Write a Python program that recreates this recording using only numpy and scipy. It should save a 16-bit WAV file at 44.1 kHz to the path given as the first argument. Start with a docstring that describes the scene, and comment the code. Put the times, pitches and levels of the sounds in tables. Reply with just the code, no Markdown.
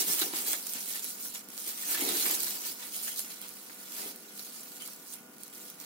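"""Dense showers of tiny clicks: cling film crinkles as hands roll meat tightly in it on a board.
Each click is a crease buckling under strain; taut creases snap sharply, wide folds pop or crunch,
and the moist film squeaks under a finger. Underneath, the roll rubs and bumps dully on the board
and a mains appliance hums. It all plays close to a two-port microphone in a small kitchen."""
import sys
import numpy as np
from scipy import signal
from scipy.fft import rfft, irfft
from scipy.io import wavfile

SR = 44100
rng = np.random.default_rng(int(sys.argv[2]) if len(sys.argv) > 2 else 0)


def digitize_waveform(pressure):
    """Quantize a signal to 16-bit integers and store it at the path in sys.argv[1].

    Rows of a 2-D input are taken as channels; values are limited to [-1, 1].
    """
    field = np.atleast_2d(pressure).T
    bounded = np.clip(field, -1, 1)
    quanta = np.round(bounded * 32767).astype(np.int16)
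    wavfile.write(sys.argv[1], SR, quanta)


N = 257984
TIME, FREQS = np.arange(N) / SR, np.fft.rfftfreq(N, 1 / SR)


def amp(db):
    """Decibels to gain."""
    return 10 ** (np.asarray(db) / 20)


def unit_rms(x):
    """Scales a stereo pair so that its mid signal has rms 1."""
    return x / np.sqrt(np.mean(x.mean(0) ** 2) + 1e-20)


def curve_at(points, hz):
    """Reads a curve on a log-frequency axis."""
    f, value = np.transpose(points)
    return np.interp(np.log(hz + 1), np.log(f + 1), value)


def add(mix, s, sound):
    """Mixes a stereo sound in at time s."""
    part = mix[:, max(round(s * SR), 0):][:, :sound.shape[1]]
    part += sound[:, :part.shape[1]]


def convolve(x, response):
    """Causal filtering of each channel."""
    return signal.oaconvolve(np.atleast_2d(x), np.atleast_2d(response), axes=1)[:, :np.shape(x)[-1]]


def colour(x, points, size=2048):
    """Minimum-phase EQ, so clicks keep their sharp front."""
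    gain_db = np.maximum(curve_at(points, abs(np.fft.fftfreq(size, 1 / SR))), -100)
    spectrum = np.exp(np.conj(signal.hilbert(np.log(amp(gain_db)))))
    return convolve(x, np.fft.ifft(spectrum).real)


def flutter(rate_hz):
    """Smooth random modulation of unit spread."""
    spectrum = rfft(rng.standard_normal(N)) / (1 + (FREQS / rate_hz) ** 2)
    wobble = irfft(spectrum * (FREQS > rate_hz / 4), N)
    return wobble / wobble.std()


def strokes(rows, attack_s, release_s):
    """One envelope per hand movement: strain builds, is held and relaxes."""
    start, length, db = np.transpose(rows)[:3, :, None]
    t = TIME - start
    return amp(db) * np.clip(t / attack_s, 0, 1) * np.exp(-np.clip((t - length) / release_s, 0, 20))


def power_sum(gains):
    """Unrelated noises add in power."""
    return np.sqrt(sum(g ** 2 for g in gains))


# Room decay: (frequency [Hz], time to fall 60 dB [s])
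KITCHEN_DECAY = [(200, 0.012), (1000, 0.075), (5000, 0.071), (15000, 0.022)]
def kitchen(x, wet_db, size=16384):
    """Adds a short tail of sparse reflections that lingers longest in the mids."""
    t = np.arange(size) / SR
    taps = rng.standard_normal((2, size)) * (rng.random((2, size)) < .1) * (t > .003)
    hz, when, bands = signal.stft(taps, SR, nperseg=256)
    tail = signal.istft(bands * amp(-60 * when / curve_at(KITCHEN_DECAY, hz)[:, None]), SR)[1]
    return x + amp(wet_db) * convolve(x, tail / np.linalg.norm(tail[0]))


# Stereo image of the noise beds: (frequency [Hz], left-right correlation [-1 to 1])
PORT_LIKENESS = [(60, 0.7), (160, 0.89), (270, 0.94), (450, 0.37), (740, -0.26), (1200, 0.86),
                 (3000, -0.51)]
def diffuse(points):
    """Shaped stereo noise whose bass is alike at both ports."""
    left, other = rfft(rng.standard_normal((2, N)))
    likeness = curve_at(PORT_LIKENESS, FREQS)
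    right = likeness * left + np.sqrt(1 - likeness ** 2) * other
    return unit_rms(irfft(np.array([left, right]) * amp(curve_at(points, FREQS)), N))


# Tone of the room's air: (frequency [Hz], relative level [dB])
AIR_SPECTRUM = [(18, -65), (30, -25.5), (103, -29.5), (161, -6.5), (210, -1), (345, -4), (426, -2.5),
                (499, -10), (666, -10), (844, -9.5), (1430, -13.5), (2060, -15.5), (2980, -15.5),
                (3580, -26), (16000, -17.5)]
def room_air(level_db=-58):
    """A soft, steady bed of air noise."""
    return amp(level_db) * diffuse(AIR_SPECTRUM)


# Partials of the hum: (harmonic [multiple of mains], level [dB])
HUM_PARTIALS = [(2, -84), (4, -65.5), (5, -67), (6, -70), (10, -67), (13, -70.5), (15, -71.5), (19, -80.5),
                (24, -75.5), (28, -72.5), (29, -67.5)]
def appliance_hum(mains_hz=50, waver_db=2.0, drift_turns=0.0025):
    """The wavering buzz of a mains appliance, its phases different at each port."""
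    turns = mains_hz * TIME + drift_turns * flutter(7.5)
    hum = np.zeros((2, N))
    for harmonic, db in HUM_PARTIALS:
        offset = rng.random() + min(harmonic / 60, .3) * rng.random((2, 1))
        hum += amp(db) * np.sin(2 * np.pi * (harmonic * turns + offset))
    return hum * amp(waver_db * flutter(7.9))


# Body of the board: (frequency [Hz], relative level [dB])
BOARD_SPECTRUM = [(29, -72), (50, -37), (110, -33), (149, -17), (191, -4.5), (237, -5.5), (300, 3),
                  (443, 0.5), (489, -5.5), (678, -10), (731, -2.5), (1000, -18), (1300, -42), (2200, -120)]
# Drags of the roll: (start [s], length [s], level [dB])
ROLL_DRAGS = [(-.02, 0.021, -44), (.07, 0.027, -44.5), (.205, 0.057, -45.5), (.33, 0.2, -53.5),
              (.87, 0.16, -63), (1.65, 0.041, -59), (1.87, 0.14, -53), (1.995, 0.15, -42.5),
              (2.235, 0.093, -47.5), (2.36, .12, -56.5), (2.5, 0.21, -60), (3.98, 0.074, -53),
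              (4.052, 0.018, -52)]
def rubbing():
    """The roll drags over the board: a dull rumble, a little to the left."""
    force = power_sum(strokes(ROLL_DRAGS, attack_s=0.0098, release_s=0.058))
    return force * diffuse(BOARD_SPECTRUM) * amp([[1.5], [-1.5]])


# Meat and knuckles on the board: (time [s], relative level [dB], pitch [Hz])
BOARD_BUMPS = [(0.088, -53.5, 334), (0.096, -38, 202), (.217, -33, 335), (0.334, -35, 325),
               (0.754, -43.5, 287), (1.485, -48, 262), (2.021, -33, 317), (2.087, -38, 397),
               (2.108, -40, 330), (2.253, -50, 327), (4.239, -52, 225), (4.991, -51, 210),
               (5.205, -48, 210), (5.36, -53, 223)]
def bumps(decay_s=0.00254, size=4096):
    """Soft blows push the board, which is damped within a few cycles and too small for deep bass."""
    t, out = np.arange(size) / SR, np.zeros((2, N))
    for s, db, hz in BOARD_BUMPS:
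        push = t / decay_s * np.exp(1 - t / decay_s) * np.sin(2 * np.pi * hz * t)
        add(out, s, amp(db) * push * amp([[2.5], [-2.5]]))
    low_cut = signal.butter(5, 150, "high", fs=SR, output="sos")
    return kitchen(signal.sosfilt(low_cut, out), wet_db=-5.5)


# Moist film under a finger: (start [s], length [s], ring [Hz], relative level [dB])
FINGER_SQUEAKS = [(0.21, 0.026, 3870, -44), (1.822, 0.024, 1880, -55.5), (1.942, 0.028, 1720, -47.5),
                  (2.075, 0.02, 3920, -45), (2.204, 0.03, 4140, -44), (3.07, 0.015, 1730, -53.5),
                  (3.421, .012, 3180, -57), (4.38, 0.022, 4260, -56), (4.794, 0.054, 3070, -59)]
def squeaks(slips_per_s=900, ring_s=0.0038, size=512):
    """Quick, uneven slips ring one stretched patch of film."""
    t, out = np.arange(size) / SR, np.zeros((2, N))
    for s, length, hz, db in FINGER_SQUEAKS:
        slips = rng.standard_normal((2, SR // 10)) * (rng.random(SR // 10) < slips_per_s / SR)
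        mode = np.exp(-t / ring_s) * np.sin(2 * np.pi * hz * t)
        radiated = np.gradient(mode)  # a small patch radiates its changes
        squeak = convolve(slips, radiated)[:, :round(length * SR)]
        add(out, s, amp(db) * unit_rms(squeak * signal.windows.tukey(squeak.shape[1])))
    return kitchen(colour(out, [(100, -46), (800, 2.5)]), wet_db=-11)


def creases(hz, ring_s, ring, scatter, left_db, scatter_s, size=512):
    """One stereo buckle per pitch: a tick with a brief ring, then scatter off hands, film and board."""
    t = np.arange(size) / SR
    tick = ring * np.exp(-t / ring_s) * np.cos(2 * np.pi * hz[:, None] * t) + (t == 0)
    paths = scatter * rng.standard_normal((len(hz), 2, size)) * np.exp(-t / scatter_s)
    lag = rng.integers(9, 15, len(hz))  # samples: the left port is farther away
    paths[:, 0] *= np.arange(size) > lag[:, None]
    paths[np.arange(len(hz)), 0, lag] += amp(left_db)
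    paths[:, 1, 0] += 1
    clicks = signal.fftconvolve(paths, tick[:, None], axes=2)[..., :size]
    return clicks / np.linalg.norm(clicks, axis=(1, 2), keepdims=True)


# Bright voice of the film, also in the snaps and the shower: (frequency [Hz], gain [dB])
FILM_SPECTRUM = [(290, -51), (500, -12.5), (740, -9.5), (1260, -10), (1480, -8.5), (2190, -6), (2500, -7),
                 (3700, -5.5), (3980, -3.5), (5020, -3.5), (9490, 0.5), (11300, 0.5), (15700, 1),
                 (16600, -30)]
def lone_clicks(clicks, spread_db, largest):
    """Each crease flips once, either way, at a random moment; a few are louder than the rest."""
    out = np.zeros((2, N))
    for click, (when, rank, side) in zip(clicks, rng.random((len(clicks), 3))):
        boost_db = spread_db * min(-np.log(1 - rank), largest)
        add(out, when * N / SR, np.sign(side - .5) * amp(boost_db) * click)
    return unit_rms(colour(out, FILM_SPECTRUM))


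# Fingertips on the wrap: (start [s], length [s], level [dB])
FINGER_PRESSES = [(.08, 0.17, -48), (.47, 0.12, -50), (1.48, 0.14, -54), (1.92, .52, -45.5),
                  (2.5, .12, -51), (3.5, 0.56, -60), (4.42, 0.41, -64), (4.84, 0.077, -61),
                  (5.17, 0.36, -66.5), (5.56, 0.32, -60)]
def pressing():
    """Film pressed onto moist meat gives way in small, separate, lower-pitched crackles."""
    force = power_sum(strokes(FINGER_PRESSES, attack_s=0.019, release_s=0.032))
    pitches = np.geomspace(1200, 7000, 800)
    clicks = creases(pitches, ring_s=0.00061, ring=0.14, scatter=0.093, left_db=0, scatter_s=0.0042)
    return force * lone_clicks(clicks, spread_db=2.0, largest=3)


def place_clicks(cues, clicks, spectrum):
    """Places one coloured click per cue; its level is its energy spread over one millisecond."""
    out = np.zeros((2, N))
    for (s, db, _), click in zip(cues, clicks):
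        click = colour(click, spectrum)
        add(out, s, amp(db) * click / np.sqrt((click ** 2).mean(0).sum() * 1000 / SR))
    return out


# Fuller voice of a wide fold: (frequency [Hz], gain [dB])
FOLD_SPECTRUM = [(60, -63), (250, -30), (600, -3), (1600, -3.5), (4000, -4), (8000, -14), (16000, -12)]
# Folds popping over: (time [s], level over 1 ms [dB], ring [Hz])
FOLD_POPS = [(.136, -39, 1410), (.2192, -26, 3600), (.2205, -26, 1510), (.3366, -31, 900),
             (.5326, -27.5, 1710), (0.7535, -37, 1700), (.9076, -39.5, 1620), (.965, -38, 2200),
             (1.0512, -42, 1700), (1.2574, -41, 1600), (1.3581, -41, 3200), (1.578, -42, 3500),
             (1.69, -45, 1500), (1.949, -33, 1800), (1.9763, -29, 2200), (2.0912, -26, 3800),
             (2.1085, -30.5, 3900), (2.152, -30.5, 1300), (2.2557, -31.5, 1890), (2.298, -32, 3400),
             (2.3722, -40, 3030), (2.47, -34, 1500), (2.559, -41, 2200), (2.64, -46, 1400),
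             (3.075, -45, 1800), (3.5694, -45, 2500), (3.6975, -40, 1800), (3.8793, -45, 2200),
             (4.379, -46, 4000), (4.3945, -40, 4300), (4.472, -47, 1300), (4.8101, -44, 3000),
             (4.885, -43.5, 1200), (5.1841, -48, 2400), (5.5297, -47, 3400)]
def pops():
    """A wide, slack fold turns over with a sharp front and a low, hollow ring."""
    pitches = np.transpose(FOLD_POPS)[2]
    clicks = creases(pitches, ring_s=0.00064, ring=0.21, scatter=0.1, left_db=-3, scatter_s=0.0017)
    return kitchen(place_clicks(FOLD_POPS, clicks, FOLD_SPECTRUM), wet_db=-8)


# Single creases snapping through: (time [s], level over 1 ms [dB], ring [Hz])
CREASE_SNAPS = [(.0776, -28, 9000), (.0826, -25, 13000), (.1345, -23, 8400), (.1825, -27, 14200),
                (.1937, -22, 11000), (.1995, -24, 10400), (.4086, -29, 11900), (.5315, -22, 8000),
                (.5324, -24, 8400), (.6675, -30, 8500), (.6694, -28, 7660), (.671, -31, 14000),
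                (.7357, -25.5, 9450), (.7612, -35, 9000), (.8801, -44, 9500), (.8874, -36, 8400),
                (.9077, -32, 8700), (.9661, -40, 9000), (.995, -30, 9500), (1.0443, -25, 11500),
                (1.0513, -32, 9300), (1.1053, -30.5, 9500), (1.2853, -41, 9000), (1.3495, -32, 5850),
                (1.3928, -38, 8800), (1.4874, -37, 13200), (1.5212, -45, 5500), (1.5779, -32.5, 4940),
                (1.681, -31.5, 8600), (2.0895, -28, 13000), (2.091, -25, 9000), (2.2173, -33, 11000),
                (2.264, -20.5, 13400), (2.3123, -20, 12700), (2.3627, -28, 10800), (2.399, -31, 9200),
                (2.4041, -24, 9200), (2.431, -26.5, 9200), (2.4343, -23.5, 9250), (2.5085, -28, 9750),
                (2.7193, -38, 9500), (3.049, -33, 10900), (3.1912, -30, 12000), (3.1937, -22.5, 9900),
                (3.197, -31, 11000), (3.2036, -28, 9900), (3.416, -32, 14600), (3.4242, -40, 8200),
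                (3.4836, -37, 15000), (3.4916, -35, 14800), (3.5753, -43, 14800), (3.745, -40, 14500),
                (3.8296, -40.5, 15000), (4.149, -45, 14000), (4.16, -36, 14600), (4.1653, -44, 11900),
                (4.3769, -37, 9200), (4.3944, -34.5, 5200), (4.4272, -39, 10900), (4.4324, -39, 11300),
                (4.4876, -46, 10200), (4.5599, -41, 9300), (4.6331, -38, 14700), (4.76, -40, 6700),
                (4.8226, -33, 9600), (4.861, -35, 9200), (4.8766, -32, 9600), (4.9341, -37, 11800),
                (5.136, -33, 8000), (5.1401, -33, 9700), (5.2794, -57, 10000), (5.383, -42.5, 9500),
                (5.4293, -44, 12500), (5.4345, -31.5, 9900), (5.48, -40, 9300), (5.5737, -47, 8500),
                (5.7009, -35, 12500), (5.8014, -35.5, 6500), (5.8142, -37, 9500)]
def snaps():
    """A large, taut crease flips at once with its own brief, bright ring."""
    pitches = np.transpose(CREASE_SNAPS)[2]
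    clicks = creases(pitches, ring_s=0.00018, ring=0.75, scatter=0.08, left_db=-7, scatter_s=0.0018)
    return kitchen(place_clicks(CREASE_SNAPS, clicks, FILM_SPECTRUM), wet_db=-12)


def ticks():
    """Again and again a somewhat larger crease flips and stands clear of the shower."""
    pitches = np.linspace(2500, 15500, 600)
    clicks = creases(pitches, ring_s=0.00059, ring=0.29, scatter=0.067, left_db=-7, scatter_s=0.0044)
    return lone_clicks(clicks, spread_db=0.5, largest=3.1)


def shower(level_db, base_per_s=3600, base_db=-40.5, crowding=.4, count=760, size=2560):
    """Crease after crease comes under strain and gives a short run of clicks in its own colour."""
    starts = np.linspace(-size, N, count).astype(int)
    middles = np.clip(starts + size // 2, 0, N - 1)
    per_s = base_per_s * amp(crowding * (level_db[middles, None] - base_db))
    chance = per_s * N / SR / count / size * 2 * np.hanning(size)
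    strength = amp(np.minimum(rng.exponential(1, (count, size)), 1.4))
    draw = rng.uniform(-1, 1, (count, size))  # a crease flips either way
    runs = np.sign(draw) * (abs(draw) < chance) * strength / np.sqrt(per_s)  # same power at any density
    golden_steps = np.arange(count) * (np.sqrt(5) - 1) / 2  # keeps neighbours apart in pitch
    pitches = 1500 + 14000 * (golden_steps + rng.random(count) / 5) % 14000
    clicks = creases(pitches, ring_s=0.00026, ring=0.5, scatter=0.13, left_db=0, scatter_s=0.0029)
    out = np.zeros((2, N + size))
    for start, run in zip(starts, signal.fftconvolve(runs[:, None], clicks, axes=2)):
        add(out, (start + size) / SR, run)
    return out[:, size:]


# Faint rustle of the held film between grips: (time [s], relative level [dB])
HELD_RUSTLE = [(0, -40), (1.3, -47.5), (1.46, -57), (1.52, -49), (1.65, -46), (3.7, -50), (4.2, -52.5),
               (4.75, -48), (5.05, -52.5), (5.28, -60), (5.5, -55.5), (5.85, -55.5)]
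# Broad folds collapsing with a papery crunch: (start [s], length [s], relative level [dB])
FOLD_CRUNCHES = [(.125, .012, -36), (.2175, 0.006, -34), (.34, .006, -44), (.531, 0.004, -28),
                 (.745, 0.037, -33.5), (.945, 0.014, -35), (1.222, .012, -49), (1.35, 0.0069, -33.5),
                 (1.935, 0.097, -32), (2.253, 0.01, -25.5), (2.296, 0.016, -25.5), (2.39, 0.0046, -49),
                 (2.428, .005, -39), (2.548, .006, -41), (3.065, 0.015, -37.5), (3.243, .006, -38.5),
                 (3.694, .005, -42), (4.805, .02, -47)]
# Grips and tugs: (start [s], length [s], relative level [dB], slack-fold weight [dB])
FINGER_GRIPS = [(-.037, 0.031, -25.5, -1.5), (0.057, 0.084, -29.5, -2.5), (0.159, 0.072, -32, 4),
                (0.32, 0.066, -35, 1.5), (0.391, 0.034, -37.5, 1), (0.441, 0.084, -31.5, -2.5),
                (0.646, 0.17, -40, -9), (0.843, 0.13, -38, -4), (1.001, 0.1, -40.5, -14),
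                (1.172, 0.1, -41, -14), (1.315, 0.044, -40.5, -6), (1.553, 0.089, -43, -15),
                (1.642, 0.064, -37.5, -2.5), (1.759, 0.16, -38.5, 0), (1.86, 0.089, -33.5, 0),
                (1.968, .18, -34, 3.5), (2.137, 0.21, -31.5, -2), (2.365, 0.13, -35.5, 0),
                (2.489, 0.13, -41, 2), (2.621, 0.068, -37.5, 0), (2.773, 0.095, -44, 5),
                (2.902, 0.082, -37.5, -2), (3, 0.12, -38, -4.5), (3.145, 0.054, -36.5, -8),
                (3.281, 0.031, -42.5, 2.5), (3.39, 0.071, -49, 4.5), (3.767, 0.11, -51.5, 1),
                (3.884, 0.13, -43.5, -0.5), (3.939, 0.15, -43, 4), (4.337, 0.13, -47, -6),
                (4.495, 0.11, -48.5, -18), (4.778, 0.11, -48.5, 0), (5.05, 0.084, -47.5, -6),
                (5.1, .025, -44.5, -5), (5.372, 0.1, -54.5, -7), (5.5, 0.2, -50, -1.5),
                (5.633, 0.078, -55, -7), (5.774, 0.071, -50, 7)]
def crinkle(slack_db=1.5, taut_db=-0.5, taut_db_per_db=0.07, usual_db=-39, ticks_db=-8, trim_db=-0.49):
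    """Harder handling sets off more and louder creases; slack folds speak low, taut creases high."""
    grips = strokes(FINGER_GRIPS, attack_s=0.038, release_s=0.042)
    crunches = strokes(FOLD_CRUNCHES, attack_s=0.0022, release_s=0.025)
    rustle = amp(np.interp(TIME, *np.transpose(HELD_RUSTLE)))
    level = power_sum([rustle, *grips])
    level_db = 20 * np.log10(level)
    slack_grips = grips * amp(np.transpose(FINGER_GRIPS)[3, :, None])
    slack_gain = power_sum([amp(slack_db) * power_sum([rustle, *slack_grips]), *crunches])
    taut_gain = level * amp(taut_db + taut_db_per_db * (level_db - usual_db))  # harder is brighter
    clicks = shower(level_db) * amp(-0.35 * flutter(62))  # a slight, fast flicker in level
    clicks = unit_rms(kitchen(colour(clicks, FILM_SPECTRUM), wet_db=-6))
    clicks = unit_rms(clicks + amp(ticks_db) * ticks())
    lows = signal.sosfiltfilt(signal.butter(2, 3000, fs=SR, output="sos"), clicks)
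    highs = signal.sosfiltfilt(signal.butter(3, 11000, "high", fs=SR, output="sos"), clicks)
    mids = clicks - lows - highs
    return amp(trim_db) * (lows * slack_gain + mids * level + highs * taut_gain)


# Colour of the film at the left port: (frequency [Hz], gain [dB])
LEFT_PORT_EQ = [(1000, 1.5), (2500, -1), (5000, -1.5), (9000, -3.5), (14000, 1)]
def scene():
    """The film up front, over the board and the room."""
    left, right = crinkle() + snaps() + pops() + pressing() + squeaks()
    film = np.vstack([colour(left, LEFT_PORT_EQ), right])
    return film + rubbing() + bumps() + appliance_hum() + room_air()


def record(dry):
    """The recorder's band limit: a steep high cut just under 16 kHz."""
    high_cut = signal.firwin(511, 15950, window=("kaiser", 9), fs=SR)
    return signal.oaconvolve(dry, high_cut[None], "same", axes=1)


dry = scene()
out = record(dry)
digitize_waveform(out)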